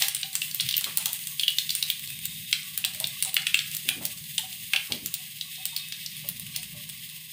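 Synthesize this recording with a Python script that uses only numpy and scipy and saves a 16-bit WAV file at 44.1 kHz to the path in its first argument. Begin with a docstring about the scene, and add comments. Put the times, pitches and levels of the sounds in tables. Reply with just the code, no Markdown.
"""Dried chillies and whole spices fry in a little hot oil in a wide metal pot, close to the microphone.
Countless tiny steam bubbles, made as random clicks and noise, are coloured into the sizzle.
Larger bubbles burst with a short pitched pop or a dry, bright spit: a decaying sine and a noise snap.
Steam whistles and oil gurgles faintly; the pot and a small kitchen throw the frying back.
Below lie a noise drone with a hum, and dull low tones, thuds and soft bumps of filtered noise."""
import sys
import numpy as np
from scipy import signal
from scipy.fft import rfft, irfft
from scipy.io import wavfile

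SR = 44100
rng = np.random.default_rng(int(sys.argv[2]) if len(sys.argv) > 2 else 0)


def wav_record(signal):
    """Record a signal, one row per channel, as 16-bit PCM in the file named by sys.argv[1]."""
    frames = np.transpose(np.atleast_2d(signal))
    bounded = np.clip(frames, -1, 1)
    # unit amplitude maps onto the largest positive 16-bit level
    quanta = np.round(bounded * 32767).astype(np.int16)
    wavfile.write(sys.argv[1], SR, quanta)


N = 323017
TIME = np.arange(N) / SR  # seconds
BURST_SCALE = np.sqrt(SR / 200)  # makes a burst's level its rms over 5 ms
SMALL_RING_CYCLES = 1.2  # ring of the small bursts


def gain_of(db):
    """Decibels to amplitude."""
    return 10 ** (np.asarray(db) / 20)


def evened(x):
    """Scales to rms 1."""
    return x / np.sqrt(np.mean(x ** 2) + 1e-20)


def unit(x):
    """Scales to energy 1."""
    return x / np.sqrt(np.sum(x ** 2) + 1e-20)


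def read(points, hz):
    """Reads the second column of a table at any frequency, on a log-frequency axis."""
    f, value = np.transpose(points)
    return np.interp(np.log(hz + 1), np.log(f + 1), value)


def add(mix, s, sound):
    """Mixes a sound in at time s."""
    part = mix[max(round(s * SR), 0):][:len(sound)]
    part += sound[:len(part)]


def colour(x, points, size=4096):
    """Causal, minimum-phase filter with the given spectrum."""
    log_gain = np.log(gain_of(read(points, abs(np.fft.fftfreq(size, 1 / SR)))))
    taps = np.fft.ifft(np.exp(np.conj(signal.hilbert(log_gain)))).real
    return signal.fftconvolve(x, taps[:size // 2])[:len(x)]


def cut(x, hz, kind, order=2):
    """Low-, high- or band-pass."""
    return signal.sosfilt(signal.butter(order, hz, kind, fs=SR, output="sos"), x)


def drift(hz):
    """Slow random motion of rms 1, its speed limited to about hz."""
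    t = np.arange(0, TIME[-1] + 1, 1 / 500)
    spectrum = rfft(rng.standard_normal(len(t)))
    slow = irfft(spectrum / (1 + (np.fft.rfftfreq(len(t), t[1]) / hz) ** 4), len(t))
    return evened(np.interp(TIME, t, slow))


def scatter(t, start, decay):
    """A cluster of random reflections that begins at start and dies away."""
    return unit(rng.standard_normal(len(t)) * (t >= start) * np.exp(-t / decay))


def crackle(per_s, spread_db):
    """Tiny bursts at random moments, most small and a few large."""
    size = gain_of(abs(spread_db) * np.minimum(rng.exponential(1, N), 5))
    return size * rng.choice([-1, 1], N) * (rng.random(N) < per_s / SR)


def drone(level_db=-55.0, swell_db=3.0, hum_hz=155, hum_db=-60.5):
    """A low rumble of noise that swells at random, with a wavering hum and its octave in it."""
    # Low drone of the kitchen. Each row: frequency in Hz, relative level in dB per Hz.
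    rumble_colour = [(25, -38), (45, -11.5), (58, -11), (75, -10.5), (100, -6), (130, 1.5), (175, 1.5),
                     (230, -9), (280, -22), (400, -28.5), (900, -41.5), (2500, -42)]
    rumble = evened(colour(rng.standard_normal(N), rumble_colour))
    rumble = rumble * gain_of(level_db + swell_db * drift(hz=1.5))
    phase = 2 * np.pi * np.cumsum(hum_hz + 3 * drift(hz=5.5)) / SR
    tone = np.sin(phase) + gain_of(-24.0) * np.sin(2 * phase)
    hum = evened(tone * gain_of(drift(hz=3.3)))  # wavers by about 1 dB
    return rumble + gain_of(hum_db) * hum


def thud(db, band_hz, t60, rise):
    """A dull blow smeared by the room: a band of noise that swells and dies."""
    t = np.arange(SR // 2) / SR
    body = evened(cut(rng.standard_normal(len(t)), band_hz, "bandpass"))
    return body * gain_of(db - 60 * t / t60) * (1 - np.exp(-t / rise))


def low_tones_and_bumps(bump_db=-1.0, spread=0.46, low_hz=470, t60=0.29):
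    """Dull low tones and thuds, many the low part of a pop ringing the pot, and soft low bumps."""
    # Dull low tones and thuds, many of them the low part of a pop ringing the pot.
    # Each row: start in seconds, tone level in dB, pitch in Hz, thud level in dB.
    low_rows = [(0.009, -42.5, 792, -43), (0.229, -44, 770, -60), (0.811, -54, 1040, -50.5),
                (0.855, -52, 560, -54), (0.862, -47, 1134, -45), (0.974, -51, 893, -46),
                (1.057, -52, 948, -43), (2.848, -52.5, 763, -66), (2.948, -49, 596, -66),
                (3.005, -46, 636, -45), (3.253, -46.5, 761, -48), (3.369, -46.5, 774, -58),
                (3.896, -49.5, 740, -57), (4.009, -46.5, 594, -43.5), (4.378, -53, 873, -58),
                (4.428, -46.5, 750, -57), (4.732, -46, 781, -44), (4.901, -47.5, 596, -44.5),
                (5.18, -57.5, 735, -68), (5.577, -48, 750, -62), (5.72, -56, 924, -67),
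                (6.237, -54, 575, -53), (6.568, -55.5, 714, -60), (6.741, -53.5, 597, -61)]
    # Soft low bumps. Each row: start in seconds, relative level in dB, upper edge in Hz.
    bump_rows = [(0.613, -31.5, 161), (0.849, -44, 400), (3.849, -37, 320), (3.955, -32, 283),
                 (4.894, -29, 323), (5.013, -33.5, 208), (6.731, -35.5, 156)]
    out = np.zeros(N)
    for s, tone_db, hz, thud_db in low_rows:
        dull = thud(thud_db, [hz / (1 + spread), hz * (1 + spread)], t60, rise=0.00049)
        add(out, s, cut(dull, low_hz, "highpass", order=4))
        add(out, s, thud(tone_db, [hz * 0.98, hz * 1.02], t60, rise=0.003))
    for s, db, top_hz in bump_rows:
        add(out, s, thud(db + bump_db, [105, top_hz], t60, rise=0.027))
    return out


def kitchen(x, wet_db=-7.0):
    """A short diffuse tail of at most half a second, the highest treble dying first."""
    # Decay of the kitchen. 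Each row: frequency in Hz, time to fall 60 dB in seconds.
    room_decay = [(500, 1), (2000, 0.37), (3500, 0.26), (8000, 0.38), (15000, 0.097)]
    tail = rng.standard_normal(SR // 2) * (np.arange(SR // 2) / SR > 0.006)
    hz, t, z = signal.stft(tail, SR, nperseg=256)
    fading = z * gain_of(-60 * t / read(room_decay, hz)[:, None])
    tail = signal.istft(fading, SR, nperseg=256)[1]
    return gain_of(wet_db) * signal.fftconvolve(x, unit(tail))[:N]


def pot(x, ring_db=-17.0):
    """The metal rings faintly along with the frying, as a sum of decaying modes."""
    # Ring of the pot. Each row: mode in Hz, relative level in dB, time to fall 60 dB in seconds.
    mode_rows = [(1664, 11.5, 0.32), (1997, -5, .4), (2140, -2, 0.32), (2280, -29, 0.51), (2810, -6, 0.3),
                 (3000, -8, 0.13), (3800, -8, 0.27), (5080, -6, .2)]
    t = np.arange(SR // 2) / SR
    modes = sum(gain_of(db - 60 * t / t60) * np.sin(2 * np.pi * hz * t) for hz, db, t60 in mode_rows)
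    return gain_of(ring_db) * signal.fftconvolve(x, unit(modes) / 2)[:N]


def pot_base(x, mode_hz=750, level_db=-14.5, t60=0.23, width=0.036):
    """Each burst also shakes the base of the pot, which hums dully around its lowest mode."""
    t = np.arange(SR // 2) / SR
    band = [mode_hz / (1 + width), mode_hz * (1 + width)]
    ring = cut(rng.standard_normal(len(t)), band, "bandpass") * gain_of(-60 * t / t60)
    return gain_of(level_db) * signal.fftconvolve(cut(x, 820, "lowpass"), unit(ring))[:N]


def whistle(width_hz=34.0):
    """Steam leaving a chilli sings in a few narrow, unsteady tones, in jets that swell and fade."""
    # Tones of the thin whistle. Each row: frequency in Hz, relative level in dB.
    tone_rows = [(2585, 0.5), (3330, 0), (3695, 6.5)]
    # Jets of steam. Each row: start in seconds, length in seconds, relative level in dB.
    jet_rows = [(1.95, 0.74, -56.5), (5.42, 0.81, -53)]
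    tones = np.zeros(N)
    for hz, db in tone_rows:
        phase = 2 * np.pi * hz * TIME
        tones += gain_of(db) * (drift(width_hz) * np.cos(phase) + drift(width_hz) * np.sin(phase))
    swell = np.zeros(N)
    for s, length, db in jet_rows:
        progress = np.clip((TIME - s) / length, 0, 1)
        swell += gain_of(db) * np.sqrt(abs(np.sin(np.pi * progress)))
    return tones * swell


def gurgle(level_db=-67.5, count=5):
    """Larger, slower bubbles come and go beneath the sizzle, each size in its own time."""
    # Low gurgle of the oil. Each row: frequency in Hz, relative level in dB per Hz.
    gurgle_colour = [(300, -34), (700, 0), (900, -10), (1120, 15), (1300, -10), (1500, -14), (2500, -20)]
    bubbles = evened(colour(crackle(per_s=900, spread_db=2.5), gurgle_colour))
    edges = np.geomspace(450, 1900, count + 1)  # Hz
    out = np.zeros(N)
    for band in zip(edges, edges[1:]):
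        swing_db = 9 * np.tanh(0.7 * drift(hz=6))
        out += cut(bubbles, band, "bandpass") * gain_of(swing_db)
    return gain_of(level_db) * out


def sizzle(bubbling_db=-2.5, fizz_db=-4.0, flutter_db=1.7, wash_db=-2.5):
    """Micro-bubbles at the edges of the spices, heard directly and as a wash from pot and walls."""
    # Strength of the frying.
    # Each row: time in seconds, relative level of the bubbling in dB, of the fine fizz in dB.
    frying_rows = [(0.0, -27.5, -23), (0.15, -41.5, -43), (0.4, -42, -34.5), (0.7, -36.5, -37),
                   (1.25, -42, -34.5), (1.9, -39.5, -36), (2.4, -41.5, -37), (3.3, -42, -40),
                   (3.55, -40, -39), (3.75, -40, -36.5), (4.3, -42.5, -37.5), (5.25, -43.5, -40),
                   (5.85, -41.5, -40), (7.32, -44, -41)]
    # Colour of the bubbling. Each row: frequency in Hz, relative level in dB per Hz.
    bubbling_colour = [(400, -61), (1100, -36), (1500, -33), (1640, -16.5), (2050, -3.5), (2450, -7),
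                       (2600, -0.5), (3600, -0.5), (4400, -6.5), (5000, -5), (5900, -16), (8000, -48)]
    # Colour of the fizz. Each row: frequency in Hz, relative level in dB per Hz.
    fizz_colour = [(2000, -44), (5500, -8.5), (6600, 4.5), (7400, -2), (8300, 8), (9100, 4.5), (9900, 6),
                   (11000, 2.5), (12200, 0.5), (13400, 8.5), (15300, 8), (15480, 13), (15700, -48)]
    s, bubbling, fizz = np.transpose(frying_rows)
    flutter = flutter_db * drift(hz=20.0)  # shared by both layers
    layers = ((crackle(per_s=6000, spread_db=2.8), bubbling_colour, bubbling + bubbling_db),
              (crackle(per_s=11000, spread_db=0.5), fizz_colour, fizz + fizz_db))
    out = np.zeros(N)
    for bursts, spectrum, level in layers:
        dense = evened(bursts) + gain_of(wash_db) * rng.standard_normal(N)
        out += evened(colour(dense, spectrum)) * gain_of(np.interp(TIME, s, level) + flutter)
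    return out


def echoes(t, wall_db, near_db, wall_decay):
    """The direct sound, then the pot's walls, then a nearby surface; drawn anew for each burst."""
    walls = gain_of(wall_db) * scatter(t, start=0.0009, decay=wall_decay)
    surface = gain_of(near_db) * scatter(t, start=0.0096, decay=0.0025)
    return (t == 0) + walls + surface


def tick(db, low_hz=13400, high_hz=15100, decay=0.0011):
    """The tiniest droplets flash off in a very high, short hiss."""
    t = np.arange(2048) / SR
    hiss = cut(rng.standard_normal(len(t)) * np.exp(-t / decay), [low_hz, high_hz], "bandpass")
    reflections = echoes(t, wall_db=-12.0, near_db=-16.0, wall_decay=0.0027)
    hiss = signal.fftconvolve(hiss, reflections)[:len(t)]
    return BURST_SCALE * gain_of(db) * unit(hiss)


def pop(pop_db, hz, cycles, snap_db, rise=0.00007, sag=0.21):
    """The film of oil snaps, and the opened cavity rings a few cycles, its pitch settling."""
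    # Colour of a snap. Each row: frequency in Hz, relative level in dB per Hz.
    snap_colour = [(300, -38.5), (900, -23.5), (1700, -15), (3000, -11.5), (5500, -10), (7400, 0),
                   (8700, 4.5), (9900, 3.5), (11800, -0.5), (13700, 1), (15300, 5), (16500, -31)]
    t = np.arange(2048) / SR
    # the pitch falls from 1.07 to 0.86 of hz
    turns = np.cumsum(hz * (0.86 + sag * np.exp(-t / 0.00064))) / SR
    ring = np.sin(2 * np.pi * turns) * np.exp(-t * hz / max(cycles, 0.4)) * (1 - np.exp(-t / rise))
    ring = cut(ring, hz * 0.53, "highpass", order=4)
    ring_echoes = echoes(t, wall_db=2.0, near_db=-21.0, wall_decay=0.0022)
    ring = signal.fftconvolve(ring, ring_echoes)[:len(t)]
    tear = unit(np.sign(rng.standard_normal(len(t))) * np.exp(-t / 0.0003))
    snap_echoes = echoes(t, wall_db=-2.5, near_db=-8.0, wall_decay=0.0035)
    snap = signal.fftconvolve(colour(tear, snap_colour), snap_echoes)[:len(t)]
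    return BURST_SCALE * (gain_of(pop_db) * unit(ring) + gain_of(snap_db) * unit(snap))


def splutter(low_hz=2100, high_hz=4200, snap_db=-14.0, count=12):
    """A moist spot boils off in a quick cluster of bursts."""
    # Quick clusters. Each row: start in seconds, length in seconds, pop level of each burst in dB.
    cluster_rows = [(0.008, 0.037, -35.5), (3.882, .007, -45), (6.541, .02, -44.5)]
    out = np.zeros(N)
    for start, length, db in cluster_rows:
        for k, pitch in enumerate(rng.random(count)):
            hz = low_hz * (high_hz / low_hz) ** pitch
            add(out, start + length * k / count, pop(db, hz, SMALL_RING_CYCLES, db + snap_db))
    return out


def pops(level_db=1.0, spit_db=2.5, small_db=-38.5, count=80):
    """The large bursts and spits, and small ones that thin out as the spices dry."""
    # Large bubbles that burst with a pitched pop. Each row: start in seconds, relative pop level in dB,
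    # nominal pitch in Hz, decay of the ring in cycles (at least 0.4 is used), relative snap level in dB.
    pop_rows = [(0.022, -18, 3730, .6, -26), (0.231, -24.5, 3530, 0.77, -50), (0.4185, -24, 3050, 7.5, -32),
                (0.599, -21.5, 3400, 3.6, -60), (0.6073, -24.5, 4470, 0.87, -26.5),
                (0.689, -24, 3670, 1.1, -27.5), (0.7102, -27, 3900, 1.5, -33),
                (0.7407, -21.5, 3380, 1.9, -44), (0.8421, -24.5, 3700, 1.1, -27.5),
                (1.0579, -26, 3300, 0.82, -21), (1.3961, -21.5, 3700, 1.8, -30),
                (1.4338, -20, 3310, 3.1, -37), (1.4806, -15, 3330, 4, -28.5),
                (1.585, -17.5, 3800, 1.25, -27.5), (1.693, -25, 3700, 1.5, -33),
                (1.705, -23, 4150, .8, -30), (1.8265, -20, 4100, 1.4, -26.5),
                (1.901, -20.5, 3440, 1.5, -24), (2.5281, -15.5, 3220, 0.78, -28),
                (2.841, -24.5, 3040, 3.2, -55), (2.8487, -21.5, 3450, 1.4, -23),
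                (3.042, -21.5, 3670, 1.5, -40), (3.3667, -16, 2820, 1.14, -29),
                (3.4686, -19.5, 3070, 1.3, -28), (3.5436, -13, 2900, 2.3, -24.5),
                (3.5907, -21.5, 3500, 1.1, -37), (3.8891, -18, 2920, 1, -22),
                (4.3806, -20, 3540, 2.5, -24.5), (4.735, -17, 2670, 0.76, -29),
                (4.7617, -17.5, 3060, 2, -34.5), (4.9215, -22, 3530, 1.14, -32.5),
                (5.4112, -27, 3850, 1.7, -42), (5.7642, -25, 4100, 1.4, -27.5),
                (5.9231, -30.5, 3500, 0.31, -40), (6.062, -30, 4780, .9, -39),
                (6.562, -28, 4000, .4, -27.5)]
    # Dry, bright spits of water in the oil, with hardly any pitch.
    # Each row: start in seconds, relative snap level in dB, level of the high tick in dB.
    spit_rows = [(0.0836, -24, -42), (0.1483, -25, -38), (0.3535, -23.5, -40), (0.5463, -32, -25.5),
                 (0.7676, -26.5, -20), (0.7796, -28.5, -20), (0.81, -31.5, -45), (0.973, -20.5, -24),
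                 (1.131, -29.5, -28), (1.7513, -23.5, -40), (2.2549, -29.5, -29), (2.7766, -28, -24),
                 (3.0011, -28, -45), (3.0713, -32, -35), (3.225, -20.5, -38), (3.249, -27.5, -40),
                 (3.343, -26.5, -24), (3.7149, -37.5, -45), (3.7487, -29.5, -43), (3.7675, -31, -29),
                 (4.053, -25, -28), (5.06, -28.5, -30), (5.1407, -25.5, -42), (5.6545, -26, -28),
                 (6.2886, -29.5, -27), (6.3969, -36, -36), (6.8914, -38.5, -44)]
    spit_hz, spit_ring_db, spit_cycles = 3770, -7.5, 0.65  # ring level is against the snap
    out = np.zeros(N)
    for s, pop_db, hz, cycles, snap_db in pop_rows:
        add(out, s, pop(pop_db + level_db, hz, cycles, snap_db + level_db))
    for s, db, high_db in spit_rows:
        snap_db = db + spit_db
        add(out, s, pop(snap_db + spit_ring_db, spit_hz, spit_cycles, snap_db) + tick(high_db))
    for when, size, pitch, sharpness in rng.random((count, 4)):
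        db = small_db + 6 * (0.5 - when) + 9 * (size ** 2 - 0.4)
        small = pop(db, 2700 + 1800 * pitch, SMALL_RING_CYCLES, db + 10 * (sharpness - 0.5))
        add(out, TIME[-1] * when ** 1.6, small)  # the power crowds them towards the start
    return out


def scene():
    """Everything is central, except for a modest added treble scatter of the bursts at the sides."""
    # Added side scatter. Each row: frequency in Hz, level against the bursts in dB.
    side_colour = [(2500, -70), (4000, -34), (5200, -11), (8000, -9), (16000, -17)]
    bursts, bed = pops() + splutter(), sizzle()
    frying = bursts + bed
    mid = frying + pot(frying) + pot_base(bursts) + kitchen(bursts)
    mid = mid + gurgle() + whistle() + low_tones_and_bumps() + drone()
    spread = scatter(np.arange(512) / SR, start=0.001, decay=0.002)
    side = colour(signal.fftconvolve(bursts, spread)[:N], side_colour)
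    return np.array([mid + side, mid - side])


def record(dry, ceiling=0.71, edge_hz=16700):
    """Soft overload on the loudest pops, then the band limit."""
    held = dry / (1 + (dry / ceiling) ** 4) ** (1 / 4)
    taps = signal.firwin(511, edge_hz, window=("kaiser", 9), fs=SR)
    return signal.oaconvolve(held, taps[None], "same")


dry = scene()
out = record(dry)
wav_record(out)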